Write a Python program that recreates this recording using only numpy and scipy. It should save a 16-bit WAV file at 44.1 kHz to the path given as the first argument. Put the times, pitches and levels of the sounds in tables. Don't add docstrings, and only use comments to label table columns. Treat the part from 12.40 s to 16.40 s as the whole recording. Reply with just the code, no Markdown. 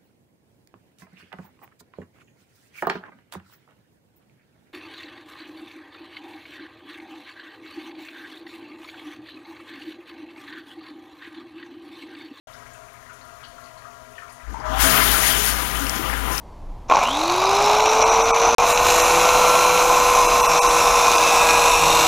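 import sys
import numpy as np
from scipy import signal
from scipy.fft import rfft, irfft, next_fast_len
from scipy.io import wavfile

SR = 44100
rng = np.random.default_rng(int(sys.argv[2]) if len(sys.argv) > 2 else 0)


def natural_amplitude(level_db):
    exponent = np.asarray(level_db, float) / 20
    return 10 ** exponent


def log_audio(samples):
    frames = np.atleast_2d(samples).T
    limited = np.clip(frames, -1, 1)
    pcm = np.round(limited * 32767).astype(np.int16)
    wavfile.write(sys.argv[1], SR, pcm)


N = 176400
TIME_S = np.arange(N) / SR

# pitch_hz, level_db
VALVE_HUM = [(59.9, -72), (99.8, -74.5), (119.9, -65)]
# pitch_hz, level_db
FILLING_MODES = [(250, -66), (415, -68), (522, -69.5), (640, -57.5), (695, -57), (974, -61.5), (1012, -73),
                 (1064, -63.5), (1130, -62), (1244, -60), (1384, -57.5), (1626, -63.5), (1895, -68),
                 (1997, -69)]
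# pitch_hz, level_db
WASHING_MODES = [(269.2, -45.5), (425.3, -46), (516.8, -47.5), (640.6, -43), (694.4, -44.5), (775.2, -42),
                 (829.0, -43), (979.8, -41.5), (1017, -39), (1211, -37), (1351, -43), (1981, -44.5)]
# pitch_hz, level_db (per Hz)
TRICKLE_COLOUR = [(22, -2), (117, -2.5), (200, -14), (1400, -10.5), (2150, -15), (2450, -17.5),
                  (11000, -24.5), (16000, -34.5)]
# pitch_hz, level_db (per Hz)
SURGE_COLOUR = [(60, 4), (193, 10), (484, 0), (900, 5), (1300, 11), (2100, 4.5), (3300, 0), (4000, -20)]
# pitch_hz, level_db (per Hz)
JET_COLOUR = [(1500, 5.5), (2500, 0), (4000, -2.5), (5200, -3), (6700, -11.5), (7900, -6), (10500, 0.5),
              (16000, -5.5)]
# pitch_hz, width_hz, level_db
HOUSING_PEAKS = [(3065, 190, 3.5), (6650, 1160, 7), (7700, 1300, -5), (11000, 2260, 3)]
# start_s, level_db (peak), pitch_hz
POOL_DRIPS = [(0.136, -38, 1420), (0.219, -40, 1280), (0.345, -38, 1430), (0.694, -31.5, 1380),
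              (1.031, -36, 1320), (1.18, -33.5, 1280), (1.251, -42, 1160), (1.365, -36.5, 990),
              (1.447, -33.5, 1250), (1.78, -29.5, 1750), (2.141, -21, 927), (2.199, -27, 900),
              (.075, -45, 2930), (.127, -46, 3610), (.135, -46.5, 5000), (.262, -38, 2090),
             (.345, -45.5, 2620), (.547, -45, 2170), (.66, -41.5, 1860), (0.697, -44, 2480),
             (.81, -47, 4250), (.89, -46, 2640), (1.032, -38.5, 3000), (1.04, -41, 4370),
             (1.24, -45.5, 4430), (1.26, -46, 2590), (1.38, -46, 2200), (1.375, -46.5, 4320),
             (1.755, -42.5, 2940), (1.782, -42, 2370), (1.819, -30.5, 1240), (1.896, -48, 4760),
             (1.997, -41, 1970), (2.04, -35, 1370), (2.2, -46, 4800)]
# start_s, level_db (peak), pitch_hz
STEEL_TICKS = [(.11, -57, 12000), (.334, -48.5, 7940), (.53, -54, 11000), (.73, -52, 10100),
               (.74, -53.5, 6800), (.85, -56, 11000), (.95, -57, 11900), (1.08, -55.5, 9800),
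               (1.2, -54.5, 11000), (1.38, -57, 9100), (1.71, -57, 10500), (1.9, -52, 10000),
               (1.922, -45.5, 9150), (2.1, -53, 11000), (2.135, -51, 7700)]
# start_s, level_db (peak), pitch_hz
NEAR_SPLATS = [(.696, -25, 1400), (1.782, -27, 1850), (2.142, -26, 950), (3.731, -10, 2200),
               (3.731, -1, 800), (3.7, -7, 1000), (2.711, -5, 11000), (3.354, -17.5, 2900),
               (3.395, -16, 6860), (3.407, -18, 6500), (3.467, -14.5, 5200), (3.467, -5, 2580),
               (3.495, -8.5, 5300), (3.495, -18, 2200), (3.496, -4.5, 8000), (3.68, -12, 2200),
               (3.695, -20, 5500), (3.699, 0, 1630), (3.730, 2.5, 1560), (3.835, -13, 1300),
               (3.91, -20, 1400), (3.915, -20, 6600), (3.953, -18, 5500), (3.938, -10, 2040),
               (3.980, -11, 5270)]
# start_s, level_db (peak), pitch_hz
SHEET_SPLASHES = [(2.44, -15, 1350), (2.495, -23, 4230), (2.54, -15, 1170), (2.57, -18, 2050),
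                  (2.61, -20, 2030), (2.675, -21, 3354), (2.7, -24.5, 3030), (2.711, -20, 11750),
                  (2.74, -18, 1310), (2.83, -19.5, 2040), (2.855, -27, 11000), (2.905, -21.5, 3200),
                  (2.965, -26, 3040), (3.065, -27, 11000), (3.13, -23, 1440), (3.3, -27, 2000),
                  (3.375, -28, 1390), (3.42, -26, 1440), (3.53, -25, 1370), (3.625, -29, 1190),
                  (3.355, -30, 2920), (3.555, -34.5, 5700), (3.59, -27, 311), (3.655, -31, 2880),
                  (3.732, -24, 1570), (3.77, -27, 1410), (3.88, -22, 970), (3.9, -25, 1290),
                  (3.92, -34, 5900)]
# time_s, level_db
SHAKE_CURVE = [(2.035, -48.5), (2.1, -33.5), (2.2, -47), (2.26, -39), (2.36, -29), (2.43, -24.5),
               (2.47, -34), (2.57, -37), (2.65, -30.5), (2.75, -30.5), (2.84, -35.5), (2.99, -32.5),
               (3.06, -36), (3.16, -31.5), (3.28, -34.5), (3.61, -36), (3.68, -33.5)]
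# time_s, level_db
SURGE_CURVE = [(2.07, -49.5), (2.2, -42), (2.26, -29.5), (2.42, -22.5), (2.46, -22.5), (2.58, -21.5),
               (2.64, -28.5), (3.1, -29.5), (3.3, -35.5)]
# time_s, level_db
JET_CURVE = [(2.25, -63.5), (2.3, -53), (2.375, -41), (2.41, -22), (2.54, -24), (2.57, -25), (3.1, -26),
             (3.14, -31), (3.28, -33.5), (3.57, -33.5), (3.61, -36), (3.89, -38.5), (3.93, -35)]
# time_s, level_db
SPIT_CURVE = [(2.1, -60), (2.21, -60), (2.245, -64), (2.262, -52), (2.37, -48), (2.42, -44), (2.46, -80)]
# time_s, jets_db, surge_db
ARM_GUSTS = [(2.5, 0.5, -4), (2.71, 1, 0.5), (2.872, 3.5, 1), (3.07, 1.5, -1.5), (3.26, 0, 2.5),
             (3.36, -1, 2.5), (3.551, -0.5, 3), (3.66, -0.5, 4.5), (3.74, -1, 3), (3.882, -0.5, 3.5),
             (3.95, 1.5, 2.5)]
# start_s, end_s, pitch_hz, level_db
PIPE_PURGES = [
    (2.215, 2.37, 632, -35),
    (2.36, 2.41, 650, -38.5),
    (2.42, 2.54, 640, -32.5),
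    (2.43, 2.54, 520, -40.5),
    (2.3, 2.43, 790, -37),
    (2.275, 2.43, 263, -41),
    (2.42, 2.54, 265, -33.5),
    (2.74, 2.86, 637, -36),
    (3.385, 3.48, 275, -34),
    (3.715, 3.816, 269, -43),
]

PUMP_START_S = 2.1
OPEN_S = 2.168
LAND_S, LANDING_S = 2.425, 0.019


def rms_one(x):
    return x / np.sqrt(np.mean(x ** 2) + 1e-20)


def noise():
    return rng.standard_normal(N)


def tone(hz):
    return np.sin(2 * np.pi * hz * TIME_S)


def drift(rate):
    r = np.exp(-80 * np.pi * rate / SR)
    slow = signal.lfilter([1], [1, -2 * r, r * r], rng.standard_normal(N // 40 + 2002))[2000:]
    return np.interp(np.arange(N) / 40, np.arange(len(slow)), rms_one(slow - slow.mean()))


def in_time(rows):
    before = (rows[0][0] - .04, -90)
    return np.interp(TIME_S, *np.transpose([before] + rows))


def butter(x, order, hz, kind="low"):
    return signal.sosfilt(signal.butter(order, hz, kind, fs=SR, output="sos"), x)


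def resonance(x, hz, width_hz):
    r = np.exp(-np.pi * width_hz / SR)
    poles = [1, -2 * r * np.cos(2 * np.pi * hz / SR), r * r]
    return signal.lfilter([(1 - r * r) / 2, 0, (r * r - 1) / 2], poles, x + 1e-18)


def banded(colour, shared_db, own_db):
    out = 0
    together = drift(4) + .6 * drift(15)
    edges = 22 * 2 ** np.arange(0, 9.7, 1 / 3)
    white = rng.standard_normal((2, N))
    hz, db = np.transpose(colour)
    for k, (low, high) in enumerate(zip(edges, edges[1:])):
        band = butter(white[k % 2], 2, [low, high], "band")
        level = np.interp(np.log(low * high) / 2, np.log(hz), db, left=-80, right=-80)
        out = out + natural_amplitude(level + shared_db * together + own_db * drift(11.7)) * band
    return rms_one(out)


def tub_modes(modes, patchy_db, steady):
    out = 0
    for hz, db in modes:
        stirred = rms_one(resonance(noise(), hz, 12))
        ring = rms_one(stirred + steady * tone(hz))
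        out = out + natural_amplitude(db + patchy_db * drift(3.7)) * ring
    return out


def tub(x):
    t60_s, echo_db = 0.5, -5
    size = next_fast_len(N + SR)
    one_sample = np.exp(-2j * np.pi * np.arange(size // 2 + 1) / size)
    echo = 0
    for k, lag in enumerate((rng.uniform(.006, .022, 10) * SR).astype(int)):
        loop = natural_amplitude(-60 * lag / SR / t60_s) * one_sample ** lag
        echo = echo + (-1) ** k * loop / (1 - loop)
    echo = echo / np.sqrt(np.mean(np.abs(echo) ** 2))
    return x + natural_amplitude(echo_db) * irfft(rfft(x, size) * echo, size)[:N]


def bursts(rows, t60_s, breadth, gain_db):
    out = np.zeros(N + SR)
    t = np.arange(SR // 4) / SR
    attack = np.minimum(t / 0.00052, 1)
    for start_s, db, hz in rows:
        puff = resonance(rng.standard_normal(len(t)), hz, breadth * hz)
        puff = rms_one(resonance(puff, hz, 2 * breadth * hz)) / 2
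        i = int(start_s * SR)
        out[i:i + len(t)] += natural_amplitude(db + gain_db - 60 * t / t60_s) * attack * puff
    return out[:N]


def hum():
    loaded_db = 15.5 * np.clip((TIME_S - PUMP_START_S) / 0.1, 0, 1)
    return sum(natural_amplitude(db + loaded_db) * np.sqrt(2) * tone(hz) for hz, db in VALVE_HUM)


def filling():
    trickle = natural_amplitude(-55) * banded(TRICKLE_COLOUR, shared_db=.3, own_db=.6)
    sinking = np.clip((PUMP_START_S - TIME_S) / 0.077, .3, 1)
    return trickle + sinking * tub_modes(FILLING_MODES, patchy_db=.3, steady=1.1)


def gurgles():
    per_s = 120 * natural_amplitude(5 * drift(5))
    born = (rng.random(N) < per_s / SR) * natural_amplitude(rng.normal(0, 2, N))
    dealt = rng.integers(0, 12, N)
    out = 0
    for k, hz in enumerate(np.geomspace(950, 2500, 12)):
        ring = resonance(resonance(born * (dealt == k), hz, hz / 12), hz, hz / 8)
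        out = out + ring * 1000 / hz
    return rms_one(out)


def drips():
    plops = bursts(POOL_DRIPS, t60_s=0.17, breadth=0.15, gain_db=-5)
    ticks = bursts(STEEL_TICKS, t60_s=0.14, breadth=0.35, gain_db=-1.5)
    return tub(plops + natural_amplitude(-60) * gurgles() + ticks)


def motor():
    speed_hz, wobble_db = 54.7, 1.5
    running = TIME_S > LAND_S
    shake = np.sqrt(2) * tone(speed_hz) * natural_amplitude(wobble_db * running * drift(4.0))
    rough = rms_one(resonance(noise(), speed_hz, 20.0))
    rumble = rms_one(resonance(resonance(noise(), 32, 28), 28, 44))
    return natural_amplitude(in_time(SHAKE_CURVE)) * (shake + natural_amplitude(-13) * rough + natural_amplitude(-12) * rumble)


def churn():
    bite_s, hz, width_hz = 2.07, 233, 215
    slosh = rms_one(resonance(resonance(noise(), hz, width_hz), hz, 2 * width_hz))
    times_s = [bite_s, bite_s + 0.055, OPEN_S, LAND_S, LAND_S + LANDING_S]
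    primed = np.interp(TIME_S, times_s, [0.023, 0.63, 0.58, 0.7, 0.87])
    return primed * natural_amplitude(-43.5 + 3.3 * drift(15)) * slosh


def whistle(start_s, end_s, hz, db):
    phase = 2 * np.pi * np.cumsum(hz + 6 * drift(20)) / SR
    fade = np.clip(np.minimum(TIME_S - start_s, end_s - TIME_S) / 0.037, 0, 1)
    return fade * natural_amplitude(db + 3.0 + 1.9 * drift(24.0)) * np.sin(phase)


def spitting():
    air = butter(noise(), 2, [2200, 6500], "band")
    return natural_amplitude(in_time(SPIT_CURVE) + 0.82 * drift(30)) * rms_one(air)


def opening(x):
    dull = butter(x, 4, 2350)
    x = dull + np.clip((TIME_S - OPEN_S) / 0.31, 0, 1) * (x - dull)
    thin = butter(x, 4, 620, "high")
    return thin + np.clip((TIME_S - LAND_S) / LANDING_S, .08, 1) * (x - thin)


def surge():
    rush = rms_one(tub(banded(SURGE_COLOUR, shared_db=0.2, own_db=1.6)))
    ring = rms_one(tub_modes(WASHING_MODES, patchy_db=1.16, steady=0))
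    return opening(rush + natural_amplitude(-2) * ring)


def splats():
    near = bursts(NEAR_SPLATS, t60_s=0.0083, breadth=0.11, gain_db=-3.5)
    return near + tub(bursts(SHEET_SPLASHES, t60_s=0.2, breadth=0.22, gain_db=0))


def spatter():
    per_s, cycles, spread_db = 1500, 4, 3
    sizes = natural_amplitude(spread_db * np.minimum(rng.exponential(1, N), 3.0)) * rng.choice([-1, 1], N)
    born = rng.random(N) < per_s * natural_amplitude(1.5 * drift(12)) / SR
    dealt = rng.integers(0, 16, N)
    out = 0
    for k, hz in enumerate(np.geomspace(900, 13000, 16)):
        out = out + resonance(sizes * born * (dealt == k), hz, 1.9 * hz / cycles)
    return rms_one(out)


def jets():
    spray = banded(JET_COLOUR, shared_db=.7, own_db=1.4)
    return rms_one(tub(spray + natural_amplitude(-8) * spatter()))


def scene():
    gusts = np.array(ARM_GUSTS)
    sweeps = np.exp(-((TIME_S - gusts[:, :1]) / 0.047) ** 2)
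    jets_gust_db, surge_gust_db = gusts[:, 1:].T @ sweeps
    jets_db = in_time(JET_CURVE) + jets_gust_db
    surge_db = in_time(SURGE_CURVE) - 1.5 + surge_gust_db
    purge = sum(whistle(*row) for row in PIPE_PURGES)
    mix = hum() + filling() + drips() + motor() + churn() + purge + spitting()
    mix = mix + natural_amplitude(surge_db) * surge() + splats() + natural_amplitude(jets_db) * jets()
    return np.array([natural_amplitude(6.02) * mix, np.zeros(N)])


def low_pass(x):
    return signal.sosfilt(signal.butter(12, 17080, fs=SR, output="sos"), x)


def record(dry):
    x = dry
    for hz, width_hz, db in HOUSING_PEAKS:
        x = x + (natural_amplitude(db) - 1) * resonance(x, hz, width_hz)
    hiss = signal.lfilter([1, -.8], [1, -.3], rng.standard_normal((2, N)))
    x = np.tanh(x / 1.214) * 1.36 + natural_amplitude(-75) * hiss
    x = x * np.clip((TIME_S - 0.071) / 0.0017, 0, 1)
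    x = signal.sosfilt(signal.ellip(10, .1, 75, 15800, fs=SR, output="sos"), x)
    return low_pass(x)


dry = scene()
out = record(dry)
log_audio(out)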